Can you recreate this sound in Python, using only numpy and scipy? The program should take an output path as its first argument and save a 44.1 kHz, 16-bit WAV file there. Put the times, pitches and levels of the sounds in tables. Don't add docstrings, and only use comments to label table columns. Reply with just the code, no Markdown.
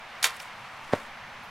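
import sys
import numpy as np
from scipy import signal
from scipy.fft import rfft, irfft, next_fast_len
from scipy.io import wavfile
from scipy.ndimage import map_coordinates

SR = 44100
rng = np.random.default_rng(int(sys.argv[2]) if len(sys.argv) > 2 else 0)


def transcribe(u):
    v = np.clip(np.atleast_2d(u).T, -1, 1)
    q = np.round(v * 32767).astype(np.int16)
    wavfile.write(sys.argv[1], SR, q)


N = 66150

# pitch_hz [Hz], relative_level_db [dB],
# t60_s [s to fade by 60 dB]
CAVITY_NOTES = [(1060, -6, .29), (1232, -4, .2), (1598, -5, .18), (1785, -4, .16), (1964, -2, .18),
                (2043, -3, .2), (2167, -5, .24), (2715, -2, .15), (2820, -3, .15), (3088, -4, .14),
                (3334, -4, .12), (3564, -3, .15), (3882, -2, .13), (4036, -3, .12)]


def amp(db):
    return 10 ** (np.asarray(db) / 20)


def unit(x):
    return x / np.sqrt(np.mean(x ** 2) + 1e-20)


def along(points, hz):
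    pitches, values = np.transpose(points)
    return np.interp(np.log(hz + 1), np.log(pitches + 1), values)


def curve(rows):
    return np.interp(np.arange(N) / SR, *np.transpose(rows))


def wobble(rate):
    points = rng.standard_normal(int(N * rate / SR) + 4)
    return map_coordinates(points, [np.arange(N) * rate / SR])


def filtered(x, response):
    padded = 2 * next_fast_len(N)
    hz = np.fft.rfftfreq(padded, 1 / SR)
    return irfft(rfft(x, padded) * response(hz), padded)[..., :N]


def noise(colour_db):
    return unit(filtered(rng.standard_normal(N), lambda hz: amp(colour_db(hz))))


def near_noise(colour_db):
    # pitch_hz [Hz], side_minus_mid_db [dB]
    near_width = [(500, -33), (2000, -44), (5000, -11.5), (9000, -17), (14000, -8)]
    side = filtered(noise(colour_db), lambda hz: amp(along(near_width, hz)))
    return noise(colour_db) + np.array([[1], [-1]]) * side


def swell(s, rise, t60):
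    t = np.arange(N) / SR - s
    return np.exp(-np.log(1000) * np.maximum(-t / rise, t / t60))


def ring(modes, s):
    t = np.maximum(np.arange(N) / SR - s, 0)
    out = np.zeros(N)
    for k, (hz, db, t60) in enumerate(modes):
        fade = np.exp(-np.log(1000) * t / t60)
        out += (-1) ** k * amp(db) * np.sin(2 * np.pi * hz * t) * fade
    return out


def pulse(colour_db, s):
    cepstrum = irfft(np.log(amp(colour_db(np.fft.rfftfreq(N, 1 / SR)))), N)
    folded = 2 * cepstrum * (np.arange(N) < N // 2)
    shape = irfft(np.exp(rfft(folded)), N)
    shape = shape / np.abs(shape).max()
    return filtered(shape, lambda hz: np.exp(-2j * np.pi * hz * s))


def park_air():
    # pitch_hz [Hz], relative_level_db [dB per Hz]
    traffic_colour = [(20, -9.5), (45, -15), (110, -14), (225, -14), (380, -16), (600, -6.5), (850, -1),
                      (1050, 0), (1500, -4), (2300, -6), (3200, -13.5), (4700, -21.5), (6000, -24),
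                      (7500, -32), (11500, -36.5), (16000, -45)]
    leaves_colour = [(100, -42), (1000, -3.5), (2200, -0.5), (3000, -5), (4500, -11.5), (7000, -32),
                     (16000, -41)]
    drone_colour = [(20, -18), (60, -12.5), (110, -1), (150, -0.5), (185, -5.5), (225, 1), (270, -12),
                    (500, -29), (2000, -70)]
    rumble_colour = [(10, 19), (30, -20), (46, 1), (70, -10), (150, -38), (500, -72)]
    # time_s [s], level_db [dB]
    leaves_level = [(0, -53.5), (.3, -48.5), (.55, -51), (.66, -52.5), (.85, -59), (1.1, -54.5),
                    (1.3, -56.5), (1.5, -70)]
    drone_level = [(0, -63.5), (.5, -60), (.85, -59.5), (1.5, -57)]
    rumble_level = [(0, -68), (.3, -82), (.72, -82), (.84, -52), (.95, -63), (1.15, -55.5), (1.35, -57),
                    (1.5, -58)]
    traffic_db, waver_db = -44, .4

    traffic_gain = amp(traffic_db + waver_db * wobble(8.07))
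    traffic = traffic_gain * noise(lambda hz: along(traffic_colour, hz))
    leaves = amp(curve(leaves_level)) * noise(lambda hz: along(leaves_colour, hz))
    drone = amp(curve(drone_level)) * noise(lambda hz: along(drone_colour, hz))
    rumble = amp(curve(rumble_level)) * noise(lambda hz: along(rumble_colour, hz))
    return traffic + drone + leaves + rumble


def park():
    # pitch_hz [Hz], side_minus_mid_db [dB]
    park_width = [(30, -11), (120, -23), (400, -22), (1000, -20.5), (3000, -9.5), (8000, -7.5),
                  (16000, -43)]
    mid = park_air()
    side = filtered(park_air(), lambda hz: amp(along(park_width, hz)))
    return np.array([mid + side, mid - side])


def rustle(grain_db=2):
    # time_s [s], level_db [dB]
    rustle_level = [(0, -74), (.2, -65), (.34, -53.5), (.38, -59), (.41, -52.5), (.45, -54.5), (.5, -65.5),
                    (.75, -66), (.88, -61.5), (.95, -54), (1.02, -59), (1.12, -72), (1.5, -71)]
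    # pitch_hz [Hz], relative_level_db [dB per Hz]
    rustle_colour = [(1500, -6), (3500, 3.5), (8000, -1), (11000, -4.5), (16000, -17)]
    # peak_s [s], level_db [dB], rise_s [s], t60_s [s], centre_hz [Hz]
    brushes = [(0.368, -45.5, 0.013, 0.019, 9100), (.402, -41, 0.019, 0.026, 5300),
               (.402, -38.5, .015, .03, 2600), (.423, -47, 0.026, 0.041, 8500),
               (1.435, -63.5, .04, .2, 11900)]
    width_octaves = 0.35

    gain = amp(curve(rustle_level) + grain_db * wobble(330))
    out = gain * near_noise(lambda hz: along(rustle_colour, hz))
    for s, db, rise, t60, centre_hz in brushes:
        def band(hz):
            octaves_off = np.log2((hz + 1) / centre_hz)
            return -10 * np.log10(1 + (2 * octaves_off / width_octaves) ** 2)
        out += amp(db) * swell(s, rise, t60) * near_noise(band)
    return out


def overtones(count=300):
    # pitch_hz [Hz], relative_level_db [dB]
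    crowd_colour = [(400, -1), (800, -0.5), (1500, 1), (3000, 2), (5000, -2), (8000, -4), (11000, -7),
                    (16000, -21)]
    t60_at_4khz_s, shortening = 0.14, 0.16

    t = np.arange(SR // 3) / SR
    place, phase, skew = rng.random((3, count, 1))
    low, high = crowd_colour[0][0], crowd_colour[-1][0]
    hz = low + (high - low) * (np.arange(count)[:, None] + place) / count
    gain = amp(along(crowd_colour, hz))
    gain = gain / np.linalg.norm(gain)
    t60 = t60_at_4khz_s / 2 ** (shortening * np.log2(hz / 4000))
    modes = gain * np.sin(2 * np.pi * (hz * t + phase)) * np.exp(-np.log(1000) * t / t60)
    side = ((skew - .5) * modes).sum(0) * .5
    return modes.sum(0) + np.array([[1], [-1]]) * side


def slap():
    # start_s [s], snap_level_db [dB], crackle_t60_s [s], brightness [dB per octave]
    contacts = [(.2256, -29.5, 0.023, -6), (.2286, -16.5, 0.018, 1.5), (.2357, -14, .003, 7),
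                (.2416, -10, .005, 0), (.2425, -9, .006, 2), (.2438, -11, .007, -3), (.2483, -22, .008, 3),
                (.2528, -18, .009, 6), (.256, -27, .03, 0), (.2608, -28, .03, -1),
                (0.2673, -30.5, 0.039, 15), (.294, -39, .08, -6), (0.306, -37, .015, 2)]
    # pitch_hz [Hz], relative_level_db [dB]
    skin = [(100, -11), (300, -23), (600, -10), (1100, -8), (2000, 0.5), (2900, -4), (3800, 5.5),
            (6000, -7.5), (11000, -10.5), (16000, -27)]
    crackle_db, crackle_grain_db = -1.5, 3
    bright_hz = 3000
    ring_db, overtone_db = -25, -12.5
    lowest_hz = 393

    out, blows = np.zeros((2, N)), np.zeros(N)
    for s, db, t60, bright_db in contacts:
        def skin_colour(hz):
            return along(skin, hz) + bright_db * np.log2(np.hypot(1, hz / bright_hz))
        crackle_gain = amp(crackle_db + crackle_grain_db * wobble(1500))
        crackle = crackle_gain * swell(s, 0.00068, t60) * near_noise(skin_colour)
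        out += amp(db) * (crackle - pulse(skin_colour, s))
        blows[round(s * SR)] += amp(db)
    strongest_s = np.argmax(blows) / SR
    out += np.linalg.norm(blows) * amp(ring_db) * ring(CAVITY_NOTES, strongest_s)
    out += amp(overtone_db) * signal.fftconvolve(blows[None], overtones(), axes=1)[:, :N]
    low_cut = signal.butter(2, lowest_hz, 'highpass', fs=SR, output='sos')
    return signal.sosfilt(low_cut, out)


def kick():
    # peak_s [s], level_db [dB], rise_s [s], t60_s [s]
    scuffs = [(0.8937, -39, 0.0044, 0.011), (0.9325, -25.5, 0.03, 0.052), (0.951, -35, 0.012, 0.15)]
    # pitch_hz [Hz], relative_level_db [dB per Hz]
    scuff_colour = [(30, -35), (120, -2), (700, 0), (1700, -2.5), (3200, -15), (6000, -23), (16000, -42)]
    # pitch_hz [Hz], relative_level_db [dB]
    thump_colour = [(25, -40), (50, -25), (90, -5.5), (150, -0.5), (300, -1.5), (530, 1.5), (800, -4),
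                    (1200, -10.5), (1700, -18.5), (2500, -26), (5000, -41), (16000, -56)]
    # pitch_hz [Hz], level_db [dB], t60_s [s]
    casing = [(149, -37, 0.085), (300, -32.5, 0.088), (412, -37, 0.073), (598, -24.5, 0.069),
              (770, -54, 0.1)]
    kick_s, kick_db, ring_db = .9354, -6.5, -47.5
    release_s, release_db = .9416, -16.5
    smack_db, smack_hz = 8, 1180

    def thump(hz):
        return along(thump_colour, hz)

    def smack(hz):
        return thump(hz) + smack_db * np.exp(-2 * np.log2((hz + 1) / smack_hz) ** 2)

    out = amp(release_db) * pulse(smack, release_s) - amp(kick_db) * pulse(thump, kick_s)
    for s, db, rise, t60 in scuffs:
        out += amp(db) * swell(s, rise, t60) * noise(lambda hz: along(scuff_colour, hz))
    return out + ring(casing, kick_s) + amp(ring_db) * ring(CAVITY_NOTES, kick_s)


def field(x):
    # pitch_hz [Hz], relative_level_db [dB]
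    echo_colour = [(100, -9), (400, -7), (900, -8), (1800, 8), (3500, -11), (7000, -21), (16000, -26)]
    echo_db, peak_s, rise_s, t60_s = -20.5, 0.052, 0.16, 0.33

    tail = swell(peak_s, rise_s, t60_s) * near_noise(lambda hz: 0 * hz)
    tail = tail / np.linalg.norm(tail[0])
    tail = filtered(tail, lambda hz: amp(echo_db + along(echo_colour, hz)))
    return signal.fftconvolve(x, tail, axes=1)[:, :N]


def scene():
    ball = slap() + kick()
    return ball + field(ball) + rustle() + park()


def record(dry):
    # pitch_hz [Hz], left_minus_right_db [dB]
    balance = [(300, 0), (2000, -.3), (4500, -.9), (8500, -2.4), (13000, -.4)]
    top_hz = 15850
    halves = np.array([[.5], [-.5]])
    return filtered(dry, lambda hz: amp(along(balance, hz) * halves) * (hz < top_hz))


dry = scene()
out = record(dry)
transcribe(out)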